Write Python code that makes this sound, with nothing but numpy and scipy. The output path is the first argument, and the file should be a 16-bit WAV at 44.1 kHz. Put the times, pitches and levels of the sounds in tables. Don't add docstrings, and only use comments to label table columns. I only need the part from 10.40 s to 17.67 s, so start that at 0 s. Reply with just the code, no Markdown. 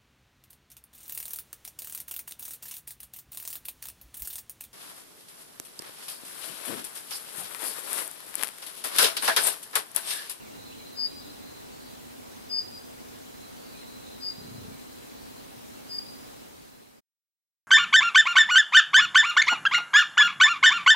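import sys
import numpy as np
from scipy import signal
from scipy.fft import rfft, irfft, next_fast_len
from scipy.io import wavfile
from scipy.ndimage import uniform_filter1d, map_coordinates

SR = 44100
rng = np.random.default_rng(int(sys.argv[2]) if len(sys.argv) > 2 else 0)


def digitize_waveform(pressure):
    field = np.atleast_2d(pressure).T
    bounded = np.clip(field, -1, 1)
    quanta = np.round(bounded * 32767).astype(np.int16)
    wavfile.write(sys.argv[1], SR, quanta)


N = 320607


def amp(db):
    return 10 ** (np.asarray(db) / 20)


def along(points, hz):
    knots_hz, values = np.transpose(points)
    return np.interp(np.log(hz + 1), np.log(knots_hz + 1), values)


def filtered(x, response):
    n = next_fast_len(N + SR // 2)
    return irfft(rfft(x, n) * response(np.fft.rfftfreq(n, 1 / SR)), n)[..., :N]


def wobble(n, rate_hz):
    knots = rng.standard_normal(int(n * rate_hz / SR) + 4)
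    return map_coordinates(knots, [np.arange(n) * rate_hz / SR])


def pan(x, left_db):
    return x * amp([[left_db / 2], [-left_db / 2]])


def add(mix, start_s, sound):
    part = mix[:, round(start_s * SR):][:, :sound.shape[1]]
    part += sound[:, :part.shape[1]]


def echoes(x, far_t60_s, near_t60_s, near_db):
    t = np.arange(SR * 3 // 4) / SR
    decay = amp(-60 * (t / far_t60_s) ** 1.56) + amp(near_db - 60 * t / near_t60_s)
    tail = rng.standard_normal((2, len(t))) * decay
    return signal.fftconvolve(np.atleast_2d(x), tail / np.linalg.norm(tail[0]), axes=1)


def slide(length_s, first_hz, last_hz):
    n = round(length_s * SR)
    return np.hanning(n) * np.sin(2 * np.pi * np.cumsum(np.geomspace(first_hz, last_hz, n)) / SR)


def air():
    # (frequency [Hz], relative density [dB])
    mid_shape = [(12, -42), (20, -15.5), (93, -4.5), (181, -8.5), (247, -0.5), (345, -7.5), (419, -7),
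                 (620, -11), (819, -10), (1180, -13.5), (3910, -16.5), (14500, -20.5), (15800, -22)]
    # (frequency [Hz], relative density [dB])
    side_shape = [(12, -58.5), (20, -35), (53, -28), (119, -9), (181, -9), (254, 0.5), (300, -5),
                  (482, -7.5), (554, -10), (843, -13), (2000, -23), (12600, -30), (15800, -29.5)]
    # (frequency [Hz], left-right [dB])
    tilt = [(25, 0), (60, 8), (125, -4), (300, 0), (15000, 0.5)]
    # (frequency [Hz], depth [dB])
    flicker = [(300, 0.4), (5000, 1.34), (12000, 1.5)]
    bins_hz, _, spectra = signal.stft(rng.standard_normal((2, N)), SR, nperseg=512)
    patches = uniform_filter1d(rng.standard_normal(spectra.shape[1:]), size=5, axis=0)
    patches = uniform_filter1d(patches, size=7, axis=1)
    flicker_db = along(flicker, bins_hz)[:, None] * patches / np.std(patches)
    noise = signal.istft(spectra * amp(flicker_db), nperseg=512)[1][:, :N]
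    mid, side = filtered(noise, lambda hz: amp([along(mid_shape, hz), along(side_shape, hz)]))
    mid, side = amp(-50.5) * mid / np.std(mid), amp(-45) * side / np.std(side)
    stereo = np.array([mid + side, mid - side])
    return filtered(stereo, lambda hz: amp(along(tilt, hz) * np.array([[.5], [-.5]])))


def twitter():
    # (time [s], level [dB])
    contour = [(0, -64), (.2, -56), (.88, -53), (1.37, -64.5), (1.51, -58), (1.74, -69.5), (2.26, -61),
               (2.67, -72.5), (3.04, -56.5), (3.1, -63), (3.32, -60.5), (3.4, -52.5), (3.54, -57),
               (3.72, -54.5), (4.44, -61.5), (5.82, -65), (5.89, -60), (6.05, -64)]
    count, pitch_hz = 1500, 4039
    notes = np.zeros((1, N))
    for start_s in rng.uniform(0, 6.5, count):
        bend, spread, size, stray = rng.standard_normal(4)
        hz = pitch_hz * (1 + .015 * spread - .13 * max(stray - .8, 0))
        note = slide(.013, hz * (1 + .013 * bend), hz * (1 - .019 * bend))
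        add(notes, start_s, amp(2.3 * size) * note[None])
    flock = .24 * notes + echoes(notes, far_t60_s=.37, near_t60_s=.12, near_db=-1)[:, :N]
    level_db = np.interp(np.arange(N) / SR, *np.transpose(contour))
    return pan(flock / np.std(flock) * amp(level_db), -1.5)


def chirps():
    # (start [s], length [s], first pitch [Hz], last pitch [Hz], relative level [dB])
    calls = [(0, 0.016, 3020, 2520, -52), (.045, 0.057, 2540, 2044, -56), (0.296, 0.048, 2200, 3400, -53),
             (0.376, .065, 2650, 2070, -57.5), (3.255, 0.026, 2700, 2850, -64),
             (3.317, 0.072, 2655, 2206, -56.5), (3.398, .06, 2300, 1920, -58),
             (4.232, .03, 2940, 2650, -61), (4.298, 0.067, 2360, 2250, -60), (5.34, .05, 3000, 2536, -61)]
    direct = np.zeros((2, N))
    for start_s, length_s, first_hz, last_hz, db in calls:
        add(direct, start_s, pan(amp(db) * slide(length_s, first_hz, last_hz), -5))
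    return .6 * direct + amp(3) * echoes(direct, far_t60_s=.2, near_t60_s=.04, near_db=4)[:, :N]


def redstart():
    # (start [s], hold [s], level [dB], pitch [Hz], sag [Hz/s], swell [s], fade [dB/s],
    #   closing accent [dB], throb [0-1], left-right [dB], octave [dB], echo [dB], trunk reflection [dB])
    whistles = [(.553, .105, -21, 4886, 200, 0.027, 10, 0, 0.1, 6.5, -50, -18.5, -13),
                (2.088, .106, -26, 4895, 151, .014, 10, 5, .1, 5.5, -43.5, -15.5, -11),
                (3.8, .109, -26, 4878, 400, .02, 65, -0.5, .65, 5, -27, -14.5, -12),
                (5.485, 0.1084, -24, 4890, 650, .02, 140.5, 10.5, .6, 3, -23, -12.5, -14)]
    scoop_hz, scoop_s, drop_hz_per_s = 230, .012, 12000
    swell_db, release_db, release_s = 37.5, 13.5, .012
    accent_width_s, accent_lead_s = .009, .004
    throb_hz, dip_delay_s = 56, .0036
    lead_s = np.array([[.000065], [0]])
    mix = np.zeros((2, N))
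    for (start_s, hold_s, db, hz, sag_hz_per_s, swell_s, fade_db_per_s,
         accent_db, throb_depth, left_db, octave_db, echo_db, trunk_db) in whistles:
        t = np.arange(0, hold_s + .03, 1 / SR)
        closing_s = np.maximum(t - hold_s, 0)
        pitch_hz = hz + scoop_hz * np.exp(-t / scoop_s) - sag_hz_per_s * t - drop_hz_per_s * closing_s
        pitch_hz *= 1 + .002 * wobble(len(t), 203)
        phase = 2 * np.pi * (np.cumsum(pitch_hz) / SR + pitch_hz * lead_s)
        tone = np.sin(phase) + amp(octave_db) * np.sin(2 * phase)
        level_db = db - swell_db * np.exp(-t / swell_s) - fade_db_per_s * t
        level_db += accent_db * np.exp(-((t - hold_s + accent_lead_s) / accent_width_s) ** 2)
        level_db -= release_db * (closing_s / release_s) ** 2
        depth = throb_depth * (t / hold_s) ** 1.6
        throb = 1 - depth * np.cos(2 * np.pi * throb_hz * (t - hold_s - dip_delay_s))
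        note = np.sqrt(2) * amp(level_db) * throb * tone
        add(mix, start_s, note * amp([[0], [-left_db]]))
        add(mix, start_s + .02, pan(amp(trunk_db) * note, .88))
        tail = echoes(note[0], far_t60_s=.58, near_t60_s=.054, near_db=0)
        flutter_db = 1.4 * wobble(tail.shape[1], 44.3)
        add(mix, start_s + .03, amp(echo_db + flutter_db) * tail)
    return mix


def hums():
    # (start [s], length [s], first pitch [Hz], last pitch [Hz], peak [dB], left-right [dB])
    tones = [(.82, .14, 295, 290, -50.5, 4), (4.17, 0.27, 480, 375, -56.5, 5.5),
             (.62, .07, 1700, 2000, -59, -3), (5.5, .08, 1850, 1830, -60, -4)]
    mix = np.zeros((2, N))
    for start_s, length_s, first_hz, last_hz, db, left_db in tones:
        add(mix, start_s, pan(amp(db) * slide(length_s, first_hz, last_hz), left_db))
    return mix


def trills():
    # (start [s], length [s], note peak [dB], left-right [dB])
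    runs = [(1.32, 0.2, -55, 4), (3.164, 0.17, -54, 3), (4.755, 0.12, -54.5, 3), (6.128, 0.15, -60, 5)]
    note_rate_hz = 63.3
    direct = np.zeros((2, N))
    for start_s, length_s, db, left_db in runs:
        for offset_s in np.arange(0, length_s, 1 / note_rate_hz):
            climb = 1 + .2 * (offset_s - length_s / 2) + .0065 * rng.standard_normal()
            note = amp(db) * slide(.013, 4850 * climb, 4280 * climb)
            add(direct, start_s + offset_s, pan(note, left_db))
    return direct + amp(-.7) * echoes(direct, far_t60_s=.33, near_t60_s=.06, near_db=-1)[:, :N]


def lens_motor():
    # (frequency [Hz], bandwidth [Hz], gain [dB])
    modes = [(106.8, 46, 8), (248, 34, 7), (410, 60, -2.5)]
    start_s, step_rate_hz, jitter_s = 3.98, 29.9, .0016
    knock_db, grind_db, grind_t60_s = -2, -27, .1
    force = np.zeros((2, N))
    t = np.arange(SR // 15) / SR
    for k in range(12):
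        step = amp(grind_db - 60 * t / grind_t60_s) * rng.standard_normal((2, len(t)))
        step[:, 0] = amp(knock_db + 1.5 * rng.standard_normal(2))
        add(force, start_s + k / step_rate_hz + jitter_s * rng.standard_normal(), step)

    def body(hz):
        ring = 0
        for k, (mode_hz, width_hz, db) in enumerate(modes):
            damping = 1j * hz * width_hz
            ring += (-1) ** k * amp(db) * damping / (mode_hz ** 2 - hz ** 2 + damping)
        channel_phase_rad = np.array([[0], [1.6]])
        bandpass = 1 / (1 + (hz / 600) ** 4) / (1 + (60 / (hz + 1)) ** 4)
        return ring * bandpass * np.exp(1j * channel_phase_rad)

    return pan(filtered(force, body), .98)


def scene():
    return air() + twitter() + chirps() + redstart() + hums() + trills() + lens_motor()


def record(dry):
    # (time [s], gain [linear])
    fade = [(5.9, 0.96), (6.589, 0.27), (6.608, 0)]
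    floor_db, top_hz = -98, 15790
    gain = np.interp(np.arange(N) / SR, *np.transpose(fade))
    faded = dry * gain + amp(floor_db) * rng.standard_normal((2, N))
    return filtered(faded, lambda hz: hz < top_hz)


dry = scene()
out = record(dry)
digitize_waveform(out)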